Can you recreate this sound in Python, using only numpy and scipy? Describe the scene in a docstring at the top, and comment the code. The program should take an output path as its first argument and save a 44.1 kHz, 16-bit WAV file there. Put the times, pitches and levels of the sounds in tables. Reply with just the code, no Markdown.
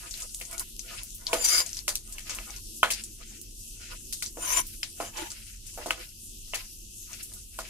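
"""Nuts fry in hot fat in a metal pan, close under a phone with two microphones.
From the start a kitchen rumbles low (shaped noise), the fat hisses (noise with fine clicks) and a spoon
pushes the nuts about (foam fizz and friction). Soon bubbles spit (decaying tone bursts with a wash) and
the steel spoon knocks the pan (decaying modes, a tick and a rattle). Later its edge also scrapes along
the pan (stick-slip clicks through resonances), while the frying goes on."""
import sys
import numpy as np
from scipy import signal
from scipy.fft import rfft, irfft, next_fast_len
from scipy.io import wavfile
from scipy.ndimage import uniform_filter1d

SR = 44100
rng = np.random.default_rng(int(sys.argv[2]) if len(sys.argv) > 2 else 0)


def inscribe(sig):
    """Save sig as 16-bit PCM at rate SR to the path in sys.argv[1].

    A 1-D sig is mono; a 2-D sig holds one channel per row.
    Samples are clipped to [-1, 1] before scaling.
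    """
    pcm = np.round(np.clip(np.atleast_2d(sig).T, -1, 1) * 32767)
    wavfile.write(sys.argv[1], SR, pcm.astype(np.int16))


N = 339339

# resonances of the pan: f/Hz, relative level/dB, free decay t60/s
PAN_MODES = [(343.4, -5.5, 0.091), (499, -10.5, 0.21), (602.5, -11.5, 0.081), (676.2, -4.5, 0.17),
             (811, -15, 0.067), (1015, -0.5, 0.037), (1251, -2.5, 0.076), (1448.4, 2, 0.067),
             (1723, -10, 0.04), (2020, 0.5, 0.029), (2257, 5, 0.024), (2624, 6.5, 0.028), (3009, 8.5, 0.02),
             (3900, -19.5, 0.071)]
# resonances of the spoon: f/Hz, width/Hz, then level/dB for a width of 50 Hz,
# touching by its side and touching by its tip
SPOON_MODES = [(4745, 30, -6, -22), (5012, 44, -9, -18), (5935, 110, -16, -9), (6410, 80, -11, -9),
               (7155, 26, -1, 0), (8085, 55, -15, -22), (9060, 36, -13, -6), (9558, 28, -6, -16),
               (10150, 140, -16, -15), (11050, 70, -18, -11), (12198, 50, -21, -9), (12962, 40, -12, -16)]


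def undb(db):
    """Amplitude ratio of a level in dB."""
    return 10 ** (np.asarray(db) / 20)


def unit(x):
    """Normalise each channel to rms 1."""
    return x / np.sqrt(np.mean(x ** 2, axis=-1, keepdims=True))


def colour(x, points):
    """Spectral shaping by (Hz, dB) points, cut by 120 dB beyond the ends; rms 1."""
    hz, db = np.transpose(points)
    size = next_fast_len(x.shape[-1])
    f = np.arange(size // 2 + 1) * SR / size + 1e-3
    gain = undb(np.interp(np.log(f), np.log(hz), db, left=-120, right=-120))
    return unit(irfft(rfft(x, size) * gain, size)[..., :x.shape[-1]])


def band(x, lo_hz, hi_hz, order=2):
    """Band-pass filter: a resonance or a limited range of pitch."""
    edges = [lo_hz, min(hi_hz, .45 * SR)]
    return signal.sosfilt(signal.butter(order, edges, "bandpass", fs=SR, output="sos"), x)


def walk(rate):
    """Random modulation: levels held 1 / rate s and slewed, once a millisecond; rms 1."""
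    held = np.repeat(rng.standard_normal(int(N / SR * rate) + 2), 8)
    slewed = uniform_filter1d(held, size=9)
    return unit(np.interp(np.arange(0, N / SR, .001) * rate * 8, np.arange(len(held)), slewed))


def gain_of(db):
    """Amplitude envelope for every sample from a level given once a millisecond."""
    return np.interp(np.arange(N) / SR, np.arange(len(db)) / 1000, undb(db))


def stroke_db(start, length, first_db, last_db, rise, fall):
    """Envelope of a stroke, once a millisecond: it swells, runs from first to last level and dies away."""
    t = np.arange(0, N / SR, .001) - start
    run = np.interp(t, [0, length], [first_db, last_db])
    return run + rise * np.minimum(t, 0) - fall * np.maximum(t - length, 0)  # slopes in dB/s


def crackle(rate, spread_db):
    """Shot noise: random clicks, rate a second on average, of uneven size; rms 1."""
    clicks = (rng.random(N) < rate / SR) * rng.standard_normal(N)
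    return unit(clicks * undb(spread_db * rng.standard_normal(N)))


def pair(alike, one):
    """Partial coherence of two channels: one shared draw and one private to each side."""
    alike = np.clip(alike, 0, 1)
    return np.sqrt(alike) * one() + np.sqrt(1 - alike) * np.array([one(), one()])


def add(out, s, direct, tail, pan_db, lag):
    """Level and arrival-time differences place a direct sound and its tail; lag delays the left, in samples."""
    i = int(s * SR)
    n = min(len(direct), N - i - lag)
    out[0, i + lag:i + lag + n] += undb(pan_db / 2) * (direct + tail[0])[:n]
    out[1, i:i + n] += undb(-pan_db / 2) * (direct + tail[1])[:n]


def kitchen():
    """Broadband rumble that wavers; coherence between the microphones is greatest at low frequency."""
    # room rumble: f/Hz, relative level/dB per Hz
    rumble = [(12, -50.5), (20, 3), (42, 2.5), (65, -12.5), (93, -7), (168, -23.5), (220, -12), (263, -21),
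              (341, -17.5), (520, -34), (680, -51), (1140, -120)]
    level_db, murmur_db = -48, 2.5  # murmur: how much the upper rumble wavers
    deep = colour(rng.standard_normal(N), rumble)
    tilted = [(hz, db + 4 * np.log2(hz / 300)) for hz, db in rumble]
    apart = colour(rng.standard_normal(N), tilted)
    both = deep + .2 * apart * np.array([[1], [-1]])
    # filtering forward and backward cancels the phase shift
    upper = band(band(both, 190, 800)[:, ::-1], 190, 800)[:, ::-1]
    both = both + upper * (gain_of(murmur_db * (walk(7) - .5)) - 1)
    return both * gain_of(level_db + .6 * walk(2.96))


def rubbed_pan():
    """Friction excitation: small slips under spoon and nuts ring the pan's modes, now one, now another."""
    slips = pair(0.24, lambda: crackle(2500, 6.9))
    out = .7 * unit(band(slips, 1300, 4200))
    for hz, db, t60 in PAN_MODES:
        width = 4.5 / t60  # contact damps the pan more than a free blow does
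        ring = unit(band(slips, hz - width / 2, hz + width / 2))
        out = out + gain_of(0.53 * db + 4.83 * walk(28)) * ring
    return out / np.sqrt(uniform_filter1d(np.mean(out ** 2, axis=0), SR // 12))  # steady power


def patches(x):
    """Independent modulation of overlapping bands: neighbouring parts of a sound swell and fade apart."""
    spacing_octaves, flicker_db = 0.436, 2.17
    size = next_fast_len(N)
    hz = (np.arange(size // 2 + 1) + 1) * SR / size
    place, whole = np.log2(hz / 2000) / spacing_octaves, rfft(x, size)
    out = 0
    for k in range(8):
        patch = irfft(whole * np.clip(1 - np.abs(place - k), 0, 1), size)[:, :N]
        out = out + patch * gain_of(flicker_db * (walk(25) + .5 * walk(3.7)))
    return out


def fat(rub):
    """Superposed tiny steam-bubble bursts make hiss; stirring adds foam fizz and the friction of sliding nuts."""
    # bubble hiss: f/Hz, relative level/dB per Hz
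    hiss_shape = [(2100, -49), (2600, -8.5), (3800, -10), (4600, -8.5), (6100, -1.5), (10400, -2.5),
                  (13600, -8.5), (15500, -33.5)]
    # foam fizz: f/Hz, relative level/dB per Hz
    fizz_shape = [(1300, -13.5), (1800, -12.5), (2700, -4.5), (3600, -12.5), (5500, -7.5)]
    # how hard the fat fries: t/s, hiss level/dB before its random wavering
    frying = [(0, -45.5), (2.3, -46), (3.699, -47.5), (5.2, -46), (6.3, -47.5), (7.69, -47.5)]
    # spoon pushing fat and nuts: start t/s, length/s, sliding level/dB, fizz level/dB, before wavering
    pushes = [(0.0, 0.075, -53.5, -52), (0.178, 0.046, -55, -53), (0.408, 0.014, -56.5, -65),
              (0.519, 0.089, -48.5, -53.5), (0.883, 0.13, -49, -48.5), (1.243, 0.18, -50.5, -61),
              (1.636, 0.14, -54, -53.5), (2.06, 0.1, -61.5, -63), (2.295, 0.04, -51, -47),
              (2.37, 0.065, -56, -44), (2.476, 0.066, -54, -54), (2.902, 0.12, -60.5, -53.5),
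              (3.216, 0.012, -62, -51.5), (3.322, 0.017, -67, -49), (3.814, 0.12, -58, -54),
              (4.646, 0.067, -86, -58), (5.307, 0.1, -58.5, -52), (5.463, 0.06, -93, -56),
              (5.67, 0.0082, -63.5, -60), (5.792, 0.22, -52.5, -50.5), (6.584, 0.016, -49.5, -46.5),
              (7.106, 0.1, -56.5, -51), (7.329, 0.011, -60, -60), (7.597, 0.12, -53.5, -53)]
    rise, slide_fall, fizz_fall = 315.5, 308, 199  # dB/s
    slide_db = np.max([stroke_db(s, n, db, db, rise, slide_fall) for s, n, db, _ in pushes], axis=0)
    fizz_db = np.max([stroke_db(s, n, db, db, rise, fizz_fall) for s, n, _, db in pushes], axis=0)

    bubbles = lambda: rng.standard_normal(N) + 0.35 * crackle(600, 5.0)
    hiss_db = np.interp(np.arange(0, N / SR, 1 / 1000), *np.transpose(frying))
    hiss = colour(pair(0.06, bubbles), hiss_shape) * gain_of(hiss_db + 1.5 * walk(11))

    foam = lambda: rng.standard_normal(N) + 0.56 * crackle(700, 1.4)
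    fizz = colour(pair(0.11, foam), fizz_shape) * gain_of(fizz_db + 4.2 * walk(45))
    slide = band(rub, 314, 2000, order=3) * gain_of(slide_db + 5.3 * walk(30))
    return patches(hiss) + fizz + slide


def spits():
    """Damped oscillation: a bubble bursts in a few cycles; spray and kitchen walls answer with a short wash."""
    # larger spitting bubbles: t/s, burst peak level/dB before panning, f/Hz, left minus right level/dB,
    # wash level/dB relative to the burst peak, before the wash swells and decays
    large = [(0.1097, -29.5, 6360, 4, -6), (0.1402, -26.5, 4180, 3, -11), (0.175, -27.5, 8600, -3, -17),
             (0.2027, -26, 8200, -2, -10), (0.2216, -22.5, 7000, -1, -11), (0.3462, -21, 8200, -3, -14),
             (0.4005, -28, 11900, 6, -19), (0.4518, -30.5, 6630, 7, -13.5), (0.512, -25.5, 8450, -3, -15),
             (0.529, -26, 8400, 0, -10), (0.5802, -22, 7140, 6, -13), (0.5957, -15, 9130, -1, -13),
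             (0.7934, -22, 6250, 5.5, -14.5), (1.0331, -20.5, 10900, 2.0, -17),
             (1.1463, -29.5, 10500, 0, -7), (1.268, -13.5, 4470, 1.5, -17), (1.6625, -23, 6800, 5, -11),
             (1.692, -31.5, 6150, 11, -11), (1.731, -20, 6000, 0, -19.5), (1.746, -26, 5600, 2, -13),
             (1.7694, -21.5, 5840, -1, -11.5), (1.7898, -25, 5000, 9, -20), (2.1246, -25.5, 7800, 4, -12),
             (2.2958, -20.5, 6400, 0, -11.5), (2.3055, -25, 5500, 3, -9), (2.3481, -24.5, 8600, 0, -8),
             (2.505, -31, 6100, 12, -18), (2.563, -28, 5960, 6, -12), (2.9345, -20.5, 5150, 2, -11.5),
             (3.038, -22, 7760, 0, -12.5), (3.4144, -26.5, 9500, -6, -15), (4.261, -22.5, 6130, -4, -10),
             (4.6677, -26, 11190, -2, -11), (4.8317, -18.5, 5170, 5.5, -16), (5.171, -27, 6100, -6, -7),
             (5.3033, -27.5, 6400, -1, -9), (5.3173, -25, 7530, -1, -15), (5.6655, -36, 7800, 10, -5),
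             (7.1317, -29.5, 6230, 8, -11.5), (7.229, -26, 9300, -1, -7.5), (7.337, -25, 9360, -2, -13)]
    small_db, small_spread_db, small_wash_db = -42.5, 2.5, -13
    decay_cycles, wash_t60_s = 4.4, 0.12  # the burst's tone falls to 1/e in so many cycles
    out, t = np.zeros((2, N)), np.arange(SR // 8) / SR
    where, size = rng.random(size=(90, 2)), rng.standard_normal(size=(90, 2))
    small = [(a * (N / SR - .2), small_db + small_spread_db * c, 4500 + 6000 * b, 1.5 + 4 * d, small_wash_db)
             for (a, b), (c, d) in zip(where, size)]
    for s, db, hz, pan_db, wash_db in list(large) + small:
        noise = rng.standard_normal((3, len(t)))
        burst = np.sin(2 * np.pi * hz * t) * np.exp(-t * hz / decay_cycles)
        burst = burst + .4 * noise[0] * np.exp(-t / .001)
        burst = band(burst * (1 - np.exp(-t / 0.0003)), hz / 2.55, hz * 2.1, order=3)
        wash = unit(band(noise[1:], hz / 1.41, hz * 1.37)) * undb(wash_db)
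        wash = wash * np.exp(-t * np.log(1000) / wash_t60_s) * (1 - np.exp(-t / 0.0011))
        add(out, s, undb(db) * burst / np.abs(burst).max(), undb(db) * wash, pan_db, lag=1)
    return out


def knocks():
    """Impact excitation: each blow mixes the pan's modes anew; the spoon ticks and rings, a rattle trails."""
    # spoon knocks: t/s, blow peak level/dB, low, middle and high level/dB (the balance within the blow
    # and, with fixed offsets, the rattle), thud f/Hz
    blows = [(0.411, -24, -46, -27, -29, 536), (1.329, -10, -15.5, -13, -16, 610),
             (1.878, -11, -24.5, -17, -12.5, 1060), (1.953, -11, -72, -62, -22.5, 1390),
             (2.181, -26, -47, -26.5, -29.5, 960), (2.294, -28, -32.5, -25.5, -38, 1430),
             (2.385, -23, -40, -31, -36, 1150), (2.829, -4.5, -10, -12.5, -20, 1250),
             (2.902, -15, -37, -16, -15, 1410), (2.909, -16, -45, -34, -18.5, 655),
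             (4.124, -16, -55, -40, -19.5, 1500), (4.222, -19, -37.5, -24.5, -18.5, 1510),
             (4.37, -32.5, -29, -40, -44, 485), (4.829, -19.5, -40.5, -23.5, -29, 1330),
             (5, -19, -20.5, -30.5, -30.5, 714), (5.774, -27, -25.5, -41, -37, 556),
             (5.858, -23, -22.5, -48, -25.5, 550), (5.9052, -10, -25, -17, -23.5, 1200),
             (6.534, -20, -29.5, -24.5, -41, 810), (6.542, -20, -52, -18, -18, 678),
             (7.587, -19, -28.5, -38, -26, 1020)]
    landing_gap = 130  # samples between the small landings in a rattle
    out, t = np.zeros((2, N)), np.arange(SR // 5) / SR
    hz, mode_db, t60 = (c[:, None] for c in np.transpose(PAN_MODES))
    low = hz[:, 0] < 1600
    peak = lambda x: x / np.abs(x).max()
    fade = lambda t60_s: np.exp(-t * np.log(1000) / t60_s)
    spoon = lambda x: sum(undb(d) * band(x, f - w, f + w, order=1) for f, w, d, _ in SPOON_MODES[:8])
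    pan = lambda x: sum(band(x, f - 3.5 / ring_s, f + 5.4 / ring_s, order=1) for f, _, ring_s in PAN_MODES)
    onset = 1 - np.exp(-(t / .002) ** 6)  # the blow sets in steeply after about 2 ms
    for s, db, low_db, mid_db, high_db, thud_hz in blows:
        chance, noise = rng.standard_normal((3, len(PAN_MODES), 1)), rng.standard_normal((3, len(t)))
        # nuts jump and land unevenly
        landings = np.repeat(rng.standard_normal(len(t) // landing_gap + 1), landing_gap)[:len(t)]
        noise[1:] *= undb(2.1 * landings)

        phase = 2 * np.pi * hz * (1 + 0.019 * chance[1]) * t + 1.17 * chance[2]
        modes = undb(mode_db + 0.71 * chance[0]) * np.sin(phase) * fade(t60)
        modes = modes * onset * (1 + 9 * np.exp(-t / .0017))  # the fat damps the first swings fast
        # the spot struck favours the modes near one pitch
        modes[low] *= undb(-13 * np.abs(np.log2(hz[low] / thud_hz)))
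        tick = band(noise[0], 3800, 13500) * onset * np.exp(-t / .0012)
        blow = undb(low_db) * peak(modes[low].sum(0)) + undb(mid_db) * peak(modes[~low].sum(0))
        blow = blow + undb(high_db - 2.5) * peak(tick)

        low_rattle = unit(band(pan(noise[0] + 0.68 * noise[1:]), thud_hz / 2.7, thud_hz * 1.62))
        mid_rattle = unit(band(pan(noise[1:]) + .3 * noise[1:], 1890, 3695))
        high_rattle = unit(unit(band(noise[1:], 3800, 11000)) + 0.24 * unit(spoon(noise[1:])))
        rattle = (undb(low_db - 9.5) * low_rattle * fade(0.19)
                  + undb(mid_db - 12.5) * mid_rattle * fade(0.16)
                  + undb(high_db - 7.5) * high_rattle * fade(0.15))
        rattle = rattle * onset * (1 - np.exp(-t / 0.0039))
        add(out, s, undb(db) * peak(blow), rattle, pan_db=0, lag=4)
    return out


def scrapes(grind):
    """Stick-slip: dense clicks ring the spoon's modes, each fluttering on its own, and grind the pan."""
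    # spoon edge dragged over the pan: start t/s, length/s, level/dB at start and at end,
    # grind level/dB relative to the ring, favoured grind f/Hz, left minus right level/dB of the upper
    # middle, contact (0 side to 1 tip), singing spoon mode f/Hz
    drags = [(1.337, 0.084, -33.5, -40, -3.5, 483, 2, .1, 7160),
             (1.449, 0.042, -23, -27, -19, 1000, 5.2, 0.05, 7160),
             (1.505, 0.098, -24, -20.5, -10.5, 2240, 2.9, 0.039, 5010),
             (4.426, 0.17, -33, -23.5, -7, 1028, 5, 1, 9050),
             (5.019, 0.067, -42, -45, -2.5, 673, 1.3, 0.54, 5010),
             (5.182, 0.089, -39.5, -48.5, 5, 890, 0.78, 1, 7160)]
    rise, fall = 423, 595  # dB/s
    sing_db = 6  # how far the singing mode stands over its usual level
    grind_rest_db, grit_db = 2, 0  # the pan's other modes and a toneless rasp, against the favoured pitch
    slips = pair(0.079, lambda: crackle(4000, 2.3))
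    rasp_bed, modes = 0.45 * unit(band(slips, 2330, 11800)), []
    for hz, width, *_ in SPOON_MODES:
        # the contact keeps changing, so every mode flutters and smears
        flutter = gain_of(2.2 * walk(25) + 2.1 * walk(70))
        modes.append(flutter * unit(band(slips, hz - width / 2, hz + width / 2, order=1)))
    mode_hz, width, side_db, tip_db = np.transpose(SPOON_MODES)
    out, judder = np.zeros((2, N)), gain_of(0.99 * walk(90))  # the edge catches and lets go
    for s, length, first_db, last_db, grind_db, pitch_hz, pan_db, tip, sing_hz in drags:
        near = slice(int((s - .25) * SR), int((s + length + .25) * SR))
        gain = gain_of(stroke_db(s, length, first_db, last_db, rise, fall))[near]
        side = undb(np.array([[pan_db], [-pan_db]]) / 2)
        side = side / side.mean()

        db = side_db + np.clip(tip, 0, 1) * (tip_db - side_db) + 10 * np.log10(width / 50)
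        db[np.argmin(np.abs(mode_hz - sing_hz))] += sing_db
        ring = rasp_bed[:, near] + sum(undb(d) * mode[:, near] for d, mode in zip(db, modes))
        # the modes share one supply of friction energy
        ring = ring / np.sqrt(uniform_filter1d(np.mean(ring ** 2, axis=0), SR // 20))

        favoured = unit(band(slips[:, near], pitch_hz / 1.06, pitch_hz * 1.06))
        grit = undb(grit_db) * unit(band(slips[:, near], 1360, 4430))
        pan = undb(grind_rest_db) * unit(grind[:, near]) + favoured + grit
        rasp = gain * judder[near] * (ring + undb(grind_db) * unit(pan))
        # the bowl of the spoon beams the upper middle of its sound to one side
        middle = band(band(rasp, 2900, 12700)[:, ::-1], 4000, 8300)[:, ::-1]
        out[:, near] += rasp + (side - 1) * middle
    return out


def scene():
    """Linear superposition of all sources; one rubbed pan serves both pushing and scraping."""
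    rub = rubbed_pan()
    return fat(rub) + spits() + knocks() + scrapes(rub) + kitchen()


def record(dry):
    """Linear filtering: the two microphone ports favour different pitches; the phone cuts the top."""
    # microphone ports: f/Hz, left minus right level/dB
    ports = [(100, -1.5), (700, -2), (1300, -2), (2400, 2.5), (4400, 4.5), (8000, 2.3), (15000, -0.8)]
    top_hz = 15500
    size, (hz, db) = next_fast_len(N), np.transpose(ports)
    lean = np.interp(np.log((np.arange(size // 2 + 1) + 1) * SR / size), np.log(hz), db) / 2
    heard = irfft(rfft(dry, size) * undb([lean, -lean]), size)[:, :N]
    return signal.sosfilt(signal.ellip(8, .2, 70, top_hz, fs=SR, output="sos"), heard)


dry = scene()
out = record(dry)
inscribe(out)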